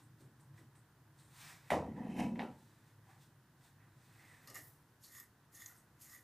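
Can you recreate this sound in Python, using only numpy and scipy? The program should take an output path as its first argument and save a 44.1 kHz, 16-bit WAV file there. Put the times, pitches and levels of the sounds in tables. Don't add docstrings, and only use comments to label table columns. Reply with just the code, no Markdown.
import sys
import numpy as np
from scipy import signal
from scipy.fft import rfft, irfft, next_fast_len
from scipy.io import wavfile

SR = 44100
rng = np.random.default_rng(int(sys.argv[2]) if len(sys.argv) > 2 else 0)


def boost(x):
    u = np.asarray(x, float) / 20
    return 10 ** u


def wrap_up_sound(samples):
    columns = np.atleast_2d(samples).T
    tamed = np.clip(columns, -1, 1)
    steps = np.round(tamed * 32767).astype(np.int16)
    wavfile.write(sys.argv[1], SR, steps)


N = 274743
HZ = np.maximum(np.fft.rfftfreq(N, 1 / SR), 1)

# frequency_hz, density_db (per Hz)
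ROOM_TONE = [(20, -23.5), (45, -20.5), (64, -13), (108, -4), (200, -12), (335, -13.5), (430, -25.5),
             (620, -40), (800, -25), (1000, -34), (1500, -18), (2000, -28), (2300, -30), (8000, -41.5)]
ROOM_TONE_DB = -73.5
# time_s, hum_db
TRAFFIC = [(0.0, -63), (0.56, -63.5), (0.85, -70.5), (1.18, -65.5), (1.5, -67), (2.8, -69.5), (3.3, -66),
           (3.46, -74), (3.7, -68), (4.11, -70.5), (4.7, -68.5), (4.93, -79), (5.7, -73.5), (6.23, -70)]
# time_s, wash_db
TYRES = [(0.0, -77.5), (1.1, -76.5), (1.6, -74), (3.7, -77.5), (4.5, -73), (4.95, -77), (6.23, -75.5)]
# frequency_hz, width_hz, level_db
TRAFFIC_MODES = [(104, 11.3, 2), (142.1, 31.5, 1), (246, 66, -12), (320, 24, -5.5)]

# start_s, peak_db, thud_db, decay_s
SHAKES = [
    (0.0194, -67, -81, 0.16),
    (0.2024, -68, -88, 0.21),
    (0.3965, -67.5, -72, 0.19),
    (0.5764, -69, -77, 0.12),
    (0.75, -64.5, -67.5, 0.18),
    (1.1787, -68, -73, 1),
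]
# frequency_hz, width_hz, level_db
TUB = [(1840, 500, 0), (3800, 300, -10), (8400, 1100, 3)]

# peak_s, level_db, length_s, dull_rub_db, heavy_fold_db
RUSTLE = [(0.0, -71.5, 0.083, -8, -1.5), (0.208, -72, 0.073, -23, -24), (0.423, -91, 0.33, -12, 12.5),
          (0.582, -73, 0.14, -2.5, -3.5), (0.763, -94.5, 0.1, 16, 17), (1.202, -72.5, 0.17, -6, -16),
          (1.422, -58.5, 0.31, -5, -9.5), (1.501, -60.5, 0.16, -0.5, -6), (1.69, -69.5, 0.3, 0, -9),
          (2.62, -75.5, 0.65, -10, -18), (2.722, -81, 0.34, -1.5, -15), (2.882, -77, 0.15, 0, -15),
          (3.106, -73.5, 0.21, 0, 1), (3.224, -69.5, 0.14, -18, -20), (3.651, -70, 0.18, -8.5, -6.5),
          (3.826, -94.5, 0.17, 20, 17.5), (4.05, -75.5, 0.32, -6, -13), (4.213, -71.5, 0.82, -1.5, -7),
          (4.332, -75, 0.34, 2, -13), (4.444, -72, 0.1, 0, -13), (5.69, -85.5, 0.37, 5.5, 6),
          (6.057, -81.5, 0.29, 5.5, -3)]
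# frequency_hz, density_db (per Hz)
CLOTH = [(1500, -22), (2500, -11.5), (3100, -9), (3700, -6), (4500, -9.5), (5800, -11), (7200, -10),
         (8500, -8.5), (10000, -15.5), (15500, -14)]
# frequency_hz, density_db (per Hz)
RUB = [(900, -32), (1400, 0.5), (1900, 2.5), (2250, -1), (2600, 0.5), (3000, -15.5), (4500, -36)]
RUSTLE_RISE, RUSTLE_ROUND = 0.63, 1.23

# start_s, peak_db,
# pitch_hz, rise_s, decay_s
TOUCHES = [(0.001, -66, 297, 0.033, 0.34), (0.202, -61.5, 320, 0.012, 0.16), (0.218, -63, 212, 0.016, 0.5),
           (0.2, -63.5, 269, 0.019, 0.19), (0.577, -61.5, 1950, .001, 0.067),
           (0.59, -59.5, 286, 0.0062, 0.16), (0.61, -60, 225, 0.012, 0.18),
           (1.185, -68, 4060, 0.0049, 0.15), (1.4, -60, 2290, .04, .4), (1.44, -62, 5200, 0.035, .3),
           (1.83, -64.5, 1950, 0.024, 0.46), (1.959, -60, 1840, 0.031, 0.39),
           (2.19, -52, 2680, .006, 0.071), (2.194, -50, 2160, .004, .06), (2.42, -53.5, 1310, .01, 0.24),
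           (2.5, -62, 896, 0.023, 0.28), (3.063, -64, 806, 0.035, 0.31), (3.202, -77, 3430, 0.014, .1),
           (3.632, -75, 3600, 0.015, 0.078), (3.812, -80, 2030, 0.0018, 0.12)]
# start_s, peak_db, pitch_hz, rise_s, decay_s
BRUSH_TOUCHES = [(4.19, -62.5, 2030, 0.025, .35), (4.26, -73, 8150, .04, .5), (4.29, -70, 2020, .025, .25),
                 (4.335, -65, 1820, .015, .2), (4.42, -71, 12100, .02, 0.26),
                 (4.476, -68, 1200, 0.0095, .3), (4.546, -59.5, 1870, 0.016, .16),
                 (4.634, -63, 14300, .002, .2), (5.035, -61.5, 4360, 0.0089, 0.24),
                 (5.12, -66, 3500, 0.02, 0.18), (5.545, -58.5, 6600, 0.0061, 0.16),
                 (5.6, -61, 3500, .01, .12), (5.66, -41, 6470, 0.00083, 0.023),
                 (5.69, -64, 1400, 0.018, .3), (5.775, -64, 8400, 0.0082, 0.088),
                 (6.012, -74, 5160, 0.007, .12), (6.016, -62, 8100, .006, .1), (6.04, -63, 6900, .03, .3)]

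# start_s, peak_db, crack_db, sharp_edge_db
KNOCKS = [
    (1.703, -22.5, -29, -36),
    (1.718, -16.5, -40, -39),
    (1.735, -21, -42, -55),
    (1.741, -24, -85, -46),
    (1.748, -38, -55, -64),
    (2.164, -56, -54, -54),
    (2.193, -34, -67, -65),
    (2.356, -58, -54, -73),
    (2.392, -34.5, -37.5, -60),
    (2.406, -31, -64, -83),
]
# frequency_hz, density_db (per Hz)
KNOCK_COLOUR = [(40, -45), (70, -16), (140, -9.5), (250, -9), (400, -10.5), (600, -5), (1000, -11),
                (1300, -29), (1900, -21.5), (2500, -26), (4200, -38.5), (5500, -42.5), (11000, -45),
                (16000, -47)]
# frequency_hz, t60_s
KNOCK_TAIL = [(80, 1), (250, 0.5), (700, 0.35), (2000, 0.21), (6000, 0.25), (14000, 0.072)]
# frequency_hz, width_hz, level_db
KNUCKLE = [(723, 166, -1.5), (2076, 420, -9), (3750, 400, -18)]
KNUCKLE_CUT_HZ = 3800

# start_s, peak_db, pitch_hz
BUMPS = [(1.7595, -37, 750), (1.772, -42, 694), (1.778, -35, 480), (1.796, -44, 590), (1.807, -42, 694),
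         (1.826, -39, 600), (1.84, -47, 248), (1.885, -50, 199), (1.917, -45, 216), (1.945, -43, 217),
         (1.975, -41, 230), (1.965, -40, 215), (1.993, -41.5, 215), (2.004, -34, 219), (2.034, -45, 213),
         (2.049, -35.5, 213), (2.066, -42, 230), (2.088, -34.5, 203), (2.098, -45, 215), (2.113, -47, 178),
         (2.125, -45.5, 190), (2.14, -38, 257), (2.162, -33.5, 200), (2.184, -34, 215), (2.193, -31.5, 238),
         (2.205, -29, 232), (2.214, -35, 207), (2.234, -33, 238), (2.248, -29.5, 201), (2.264, -36.5, 242),
         (2.284, -44, 215), (2.304, -38, 201), (2.319, -38, 217), (2.341, -38, 189), (2.37, -44, 213),
         (2.386, -39, 214), (2.407, -34, 790), (2.418, -48, 500), (2.436, -40, 400)]
BUMP_CYCLES, BUMP_SOFTNESS = 9.7, 0.9

# time_s, boom_db
DRAG = [(1.78, -64), (1.85, -44.5), (1.98, -42.5), (2.12, -43.5), (2.206, -37), (2.31, -42), (2.45, -43),
        (2.6, -61), (2.9, -80)]
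# peak_s, body_db, rattle_db, rise_s, fall_s
JERKS = [(1.779, -48.5, -67, .03, 0.2), (1.986, -52, -87, 0.041, 0.22), (2.2, -45.5, -50.5, 0.072, 0.1),
         (2.243, -46, -58.5, 0.12, 0.12), (2.36, -68, -70, .02, .05), (2.411, -47, -62.5, 0.058, 0.15),
         (2.04, -54, -70, 0.05, 0.16), (2.11, -67, -64.5, 0.072, 0.18)]
# frequency_hz, width_hz, level_db
PANEL = [(104, 44, -13.5), (135.4, 8.5, 1), (179.7, 25, -3.5), (212, 34, 2), (246, 88, -0.5),
         (459, 35.5, -0.5), (494, 93, -5.5), (619, 32, -8), (730, 67, -7.5), (858, 51, -8.5),
         (970, 26, -8.5)]
# frequency_hz, width_hz, level_db
RUNNER = [(1680, 110, 6), (2060, 260, 6.5), (2200, 250, 8), (2610, 150, 9), (2760, 280, 2), (3110, 130, 4)]
# frequency_hz, density_db (per Hz)
SCRAPE = [(1940, -34), (3300, -9), (3900, 0), (4620, -8), (5340, -2), (6500, -3), (7500, -4.5), (8590, -6),
          (12400, -10), (14000, -19)]
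BODY_DB, RATTLE_DB, SCRAPE_DB = -13.5, -31.5, -35.5
JERK_BOOM_DB, JERK_SCRAPE_DB = -1, -8.5
EASY_DB, HARDER = -37, 2
MURMUR_DB = -6

# peak_s, level_db, handle_db (against the level)
LIFTS = [
    (4.479, -62.5, 0),
    (4.556, -51, -1),
]
# landing_s, landing_db, hardest_pull_s, pull_db, let_go_s
STROKES = [
    (5.037, -58, 5.185, -56.5, 0.1),
    (5.55, -60.5, 5.62, -58.5, 0.16),
    (5.6, -69, 5.685, -64, 0.15),
    (5.76, -69, 5.79, -86, 0.092),
    (6.02, -56, 6.145, -58.5, .11),
]
# start_s, peak_db, pins_db, thud_db, frame_db
TICKS = [(4.473, -67, -48, -56, -62), (4.4982, -70, -48, -61, -65.5), (4.5437, -48, -44, -59, -62),
         (4.564, -41, -59, -61, -71), (5.147, -50.5, -55, -88, -85), (5.198, -61, -44, -76, -86),
         (5.659, -46.5, -48, -69.5, -83), (4.556, -50, -49, -75, -68), (4.578, -53, -56, -75, -72),
         (5.121, -70, -52, -85, -85), (5.165, -70, -59, -87, -85), (5.177, -70, -61, -85, -87),
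         (5.21, -72, -55, -88, -85), (5.238, -63, -65, -88, -91), (5.6, -63, -52, -83, -83),
         (5.617, -52, -54, -82, -85), (6.096, -70, -51, -85, -85), (6.133, -58, -57, -85, -87),
         (6.15, -61, -61, -85, -91)]
# start_s, peak_db, decay_s
SWISH = [
    (4.633, -58, 0.31),
    (4.67, -61, .2),
    (5.66, -55, .03),
]
# frequency_hz, width_hz, level_db
HANDLE = [(1196, 130, -8), (1842, 54, 4.5), (1945, 105, 0.5), (2080, 170, -3)]
# frequency_hz, width_hz, level_db
PINS = [(3480, 170, -15), (5200, 250, -13), (6470, 120, -5), (6900, 260, -7), (7750, 160, -11),
        (8940, 280, -11), (10250, 170, -11), (11000, 150, -13), (11950, 160, -4), (12280, 150, 0),
        (12600, 160, -10), (12950, 200, -15), (14200, 120, -16)]
# frequency_hz, width_hz, level_db
FRAME = [(1200, 36, 7), (2830, 71, 4), (3500, 220, -11), (4270, 300, -2.5), (5140, 100, 7.5),
         (5400, 220, -8), (5800, 150, -6), (6450, 180, -6), (7760, 200, -2), (8340, 150, -1),
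         (9600, 200, -6)]
# frequency_hz, density_db (per Hz)
HAIR = [(1500, -40), (2600, -11), (3500, -13), (4400, -8), (5800, -4.5), (6900, -4.5), (7400, -4),
        (9500, -4.5), (12800, 0.5), (13600, -19), (15500, -8)]
LANDING_RISE_S, LANDING_FALL_S, PULL_RISE_S = 0.039, 0.16, 0.19
PULL_HANDLE_DB, PULL_HAIR_DB, HAIR_LINGERS = -5.5, -4, 1.2
LANDING_PINS_DB = -5.5
LIFT_RISE_S, LIFT_HANDLE_S, LIFT_PINS_S, LIFT_HAIR_S = 0.035, 0.14, 0.11, 0.25

ROOM_T60_S, ROOM_DB = 0.21, -14.5
# frequency_hz, width_hz, level_db
HOUSING = [(1950, 370, -41), (2200, 1000, -15)]
# frequency_hz, width_hz, level_db (each pass)
LEFT_PORT = [(9530, 1800, -4)]
# frequency_hz, width_hz, level_db (each pass)
RIGHT_PORT = [(1880, 640, -0.63)]
HISS_DB, CUTOFF_HZ = -78, 15780


def rms_one(x):
    return x / np.sqrt(np.mean(x ** 2) + 1e-20)


def in_time(rows):
    s, db = np.transpose(rows)
    return np.interp(np.arange(N) / SR, s, db)


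def at_hz(points, hz):
    table_hz, values = np.array(points).T
    return np.interp(np.log(hz), np.log(table_hz), values)


def colour(x, spectrum):
    return rms_one(irfft(rfft(x) * boost(at_hz(spectrum, HZ)), N))


def band_of(x, low_hz, high_hz):
    return signal.sosfilt(signal.butter(2, [low_hz, high_hz], "band", fs=SR, output="sos"), x)


def drift(rate):
    r = np.exp(-2 * np.pi * rate / SR)
    white = rng.standard_normal(N + SR)
    return rms_one(signal.lfilter([1], [1, -2 * r, r * r], white)[SR:])


def grains(per_s, spread_db):
    sizes = boost(spread_db * np.minimum(rng.exponential(1, N), 5)) * rng.choice([-1, 1], N)
    return sizes * (rng.random(N) < per_s / SR) + 1e-18


def resonate(x, modes):
    out = 0
    for k, (hz, width, db) in enumerate(modes):
        r = np.exp(-np.pi * width / SR)
        top = (1 - r * r) / 2
        poles = [1, -2 * r * np.cos(2 * np.pi * hz / SR), r * r]
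        out = out + (-1) ** k * boost(db) * signal.lfilter([top, 0, -top], poles, x)
    return out


def dying(times, dbs, t60, rise=0.00054):
    power = np.full(N, 1e-18)
    power[(np.array(times) * SR).astype(int)] = boost(2 * np.array(dbs))
    for pole in (boost(-120 / (t60 * SR)), np.exp(-1 / (rise * SR))):
        power = signal.lfilter([1], [1, -pole], power)
    return np.sqrt(power / (1 + rise * SR))


def swell(s, db, rise, fall, roundness=0.66):
    t = np.arange(0, N + 32, 32)[:, None] / SR - s
    far = np.where(t < 0, -t / rise, t / fall) ** roundness
    power = boost(np.maximum(2 * (db - 30 * far), -400))
    gain = np.sqrt(np.sum(power, axis=1))
    return np.interp(np.arange(N) / 32, np.arange(len(gain)), gain)


def patchy(x, patch_db, rate):
    edges = 1500 * 2 ** np.arange(0, 3.7, 1 / 3)
    out = 0
    for k, (low, high) in enumerate(zip(edges, edges[1:])):
        out = out + (-1) ** k * band_of(x, low, high) * boost(patch_db * drift(rate))
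    return rms_one(out)


def struck(force, modes):
    plucks = grains(6000, 2.5)
    rung = 0
    for k, mode in enumerate(modes):
        rung = rung + (-1) ** k * resonate(force * plucks * boost(2.2 * drift(14)), [mode])
    return rung / np.std(resonate(plucks, modes))


def background():
    hiss = boost(ROOM_TONE_DB + 3.5) * colour(rng.standard_normal(N), ROOM_TONE)
    hiss = hiss - resonate(hiss, [(630, 450, -3)])
    hum = rms_one(resonate(resonate(rng.standard_normal(N), TRAFFIC_MODES), TRAFFIC_MODES))
    wash_spectrum = [(250, -12.0), (430, -3.0), (700, -4.5), (1000, -1.0), (1300, -6.0), (2500, -47)]
    wash = colour(rng.standard_normal(N), wash_spectrum)
    wander = boost(0.91 * drift(0.92) + 0.97 * drift(6.9))
    return hiss + boost(in_time(TRAFFIC)) * wander * hum + boost(in_time(TYRES)) * wash


def powder_tub():
    fine = rms_one(resonate(grains(6000, 2.3), TUB[1:]))
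    thud = rms_one(resonate(grains(1600, 2.5), TUB[:1]))
    out = 0
    for s, db, thud_db, t60 in SHAKES:
        out = out + dying([s], [db - 4.5], t60, rise=0.012) * fine
        out = out + dying([s], [thud_db - 4], 0.069) * thud
    return out


def rustle():
    s, db, length, dull_db, fold_db = np.transpose(RUSTLE)
    bright, dull, fold = (swell(s, db + against_db, RUSTLE_RISE * length, length, RUSTLE_ROUND)
                          for against_db in (0, dull_db, fold_db))
    fibres = colour(grains(9000, 0.52), CLOTH)
    rub = grains(8000, 3.2)
    folds = colour(rub, [(400, -43), (700, 1.0), (1000, 4.0), (1300, -3.5), (1800, -51.0)])
    return bright * fibres + dull * colour(rub, RUB) + fold * folds


def touches():
    white = rng.standard_normal(N)
    out = 0
    for s, db, hz, rise, t60 in TOUCHES + BRUSH_TOUCHES:
        out = out + dying([s], [db - 1.5], t60, rise) * rms_one(resonate(white, [(hz, 0.074 * hz, 0)]))
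    return out


def knocks():
    s, db, crack_db, edge_db = np.transpose(KNOCKS)
    white = rng.standard_normal((2, N))
    edges = 60 * 2 ** np.arange(0, 8.1, 1 / 3)
    out = 0
    for k, (low, high) in enumerate(zip(edges, edges[1:])):
        hz = np.sqrt(low * high)
        strength = db if hz < 1200 else crack_db + 19 if hz < 5000 else edge_db + 27.5
        level_db = strength + at_hz(KNOCK_COLOUR, hz) + 6
        envelope = dying(s, level_db, at_hz(KNOCK_TAIL, hz), rise=0.00058 + 0.23 / hz)
        out = out + band_of(white[k % 2], low, high) * envelope
    soften = signal.butter(2, KNUCKLE_CUT_HZ, fs=SR, output="sos")
    for mode, strength in zip(KNUCKLE, (db + 34, crack_db + 43.0, crack_db + 40.0)):
        clicks = np.full(N, 1e-18)
        clicks[((s + .0016) * SR).astype(int)] = boost(strength)
        soft = signal.sosfilt(soften, clicks)
        out = out + resonate(resonate(soft, [mode]), [(mode[0], 3 * mode[1], 0)])
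    return out


def bumps():
    out = np.zeros(N)
    for s, db, hz in BUMPS:
        cycles = np.arange(int(.12 * SR)) * hz / SR
        decay = boost(db + 9.5 - 60 * cycles / BUMP_CYCLES)
        contact = 1 - np.exp(-cycles / BUMP_SOFTNESS)
        start = int(s * SR)
        out[start:start + len(cycles)] += decay * contact * np.sin(2 * np.pi * cycles)
    return out


def drag_forces():
    before, after = (DRAG[0][0] - .06, -120), (DRAG[-1][0] + .1, -120)
    effort_db = in_time([before] + DRAG + [after])
    upper_db = EASY_DB + HARDER * (effort_db - EASY_DB)
    s, body_db, rattle_db, rise, fall = np.transpose(JERKS)
    layers = [(effort_db, body_db + JERK_BOOM_DB),
              (upper_db + BODY_DB, body_db),
              (upper_db + RATTLE_DB, rattle_db),
              (upper_db + SCRAPE_DB, rattle_db + JERK_SCRAPE_DB)]
    return [np.hypot(boost(steady_db), swell(s, jerk_db, rise, fall, 1.29)) for steady_db, jerk_db in layers]


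def drag():
    boom, body, rattle, scrape = drag_forces()
    slips = grains(700, 2.6)
    low = rms_one(resonate(resonate(slips, PANEL[:5]), [(198, 250, 0)]))
    finer_slips = slips + 1.56 * grains(1600, 2.66)
    mid = rms_one(resonate(resonate(finer_slips, PANEL[5:]), [(810, 2000, 0)]))
    grit = grains(3000, 2.3)
    runner = rms_one(resonate(resonate(grit, RUNNER), [(2480, 1400, 0)]))
    scraping = patchy(colour(grit, SCRAPE), patch_db=2.4, rate=40)
    return boost(MURMUR_DB) * boom * low + body * mid + rattle * runner + scrape * scraping


def brush_forces():
    lands, land_db, pull, pull_db, let_go = np.transpose(STROKES)
    s, db, handle_db = np.transpose(LIFTS)
    in_coat = np.minimum(swell(lands, 0, LANDING_RISE_S, .4, 6), 1)
    landing = swell(lands, land_db, LANDING_RISE_S, LANDING_FALL_S, 0.99)
    handle_pull = swell(pull, pull_db + PULL_HANDLE_DB, 0.9 * PULL_RISE_S, let_go, 1.25)
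    pins_pull = swell(pull, pull_db, PULL_RISE_S, let_go, 0.9)
    hair_pull = swell(pull, pull_db + PULL_HAIR_DB, 1.1 * PULL_RISE_S, HAIR_LINGERS * let_go, 1.44)
    handle = np.hypot(in_coat * handle_pull, swell(s, db + handle_db, LIFT_RISE_S, LIFT_HANDLE_S))
    pins = np.hypot(in_coat * pins_pull, swell(s, db, LIFT_RISE_S, LIFT_PINS_S))
    hair = np.hypot(in_coat * hair_pull, swell(s, db, LIFT_RISE_S, LIFT_HAIR_S))
    return handle, np.hypot(pins, boost(LANDING_PINS_DB) * landing), np.hypot(hair, landing)


def loose_hair():
    thin_spectrum = [(5000, -26), (9000, -13), (12500, -7), (14000, -8), (16000, -3)]
    thin = colour(rng.standard_normal(N), thin_spectrum)
    return sum(dying([s], [db], t60, rise=.003) for s, db, t60 in SWISH) * thin


def brush():
    handle, pins, hair = brush_forces()
    s, db, pins_db, thud_db, frame_db = np.transpose(TICKS)
    handle = np.hypot(handle, dying(s, db - 1.0, 0.016))
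    pins = np.hypot(pins * boost(-1.5), dying(s, pins_db - 5.5, 0.027))
    hair = np.hypot(hair * boost(-1.0), dying(s, pins_db - 19, 0.0091))
    frame = dying(s, frame_db + 4.0, 0.18, rise=.003)
    ringing = struck(handle, HANDLE) + struck(pins, PINS) + struck(frame, FRAME)
    thud = struck(dying(s, thud_db - 6.0, 0.36, rise=0.0047), [(273, 33, 1.5), (656, 260, -7)])
    hissing = patchy(colour(grains(16000, 2.9), HAIR), patch_db=2.6, rate=52)
    return ringing + thud + hair * hissing + loose_hair()


def tiles(x):
    size = next_fast_len(N + SR)
    hz = np.fft.rfftfreq(size, 1 / SR)[:, None]
    delays_s = rng.uniform(.009, .028, 8)
    loop = np.exp(-2j * np.pi * hz * delays_s) * boost(-60 * 0.024 / ROOM_T60_S)
    echoes = np.sum(loop / (1 - loop), axis=1)
    return irfft(rfft(x, size) * echoes, size)[:N]


def scene():
    near = powder_tub() + rustle() + touches() + knocks() + bumps() + drag() + brush()
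    field = background() + near + boost(ROOM_DB) * tiles(near)
    field = field + resonate(field, HOUSING)
    return np.array([field + resonate(resonate(field, port), port) for port in (LEFT_PORT, RIGHT_PORT)])


def band_limit(x):
    return signal.sosfilt(signal.butter(12, 16320, fs=SR, output="sos"), x)


def record(dry):
    rounded = .12 * np.tanh(dry / .12)
    wet = rounded + boost(HISS_DB) * rng.standard_normal(dry.shape)
    wet = signal.sosfilt(signal.cheby2(16, 50, CUTOFF_HZ, fs=SR, output="sos"), wet)
    return band_limit(wet)


dry = scene()
out = record(dry)
wrap_up_sound(out)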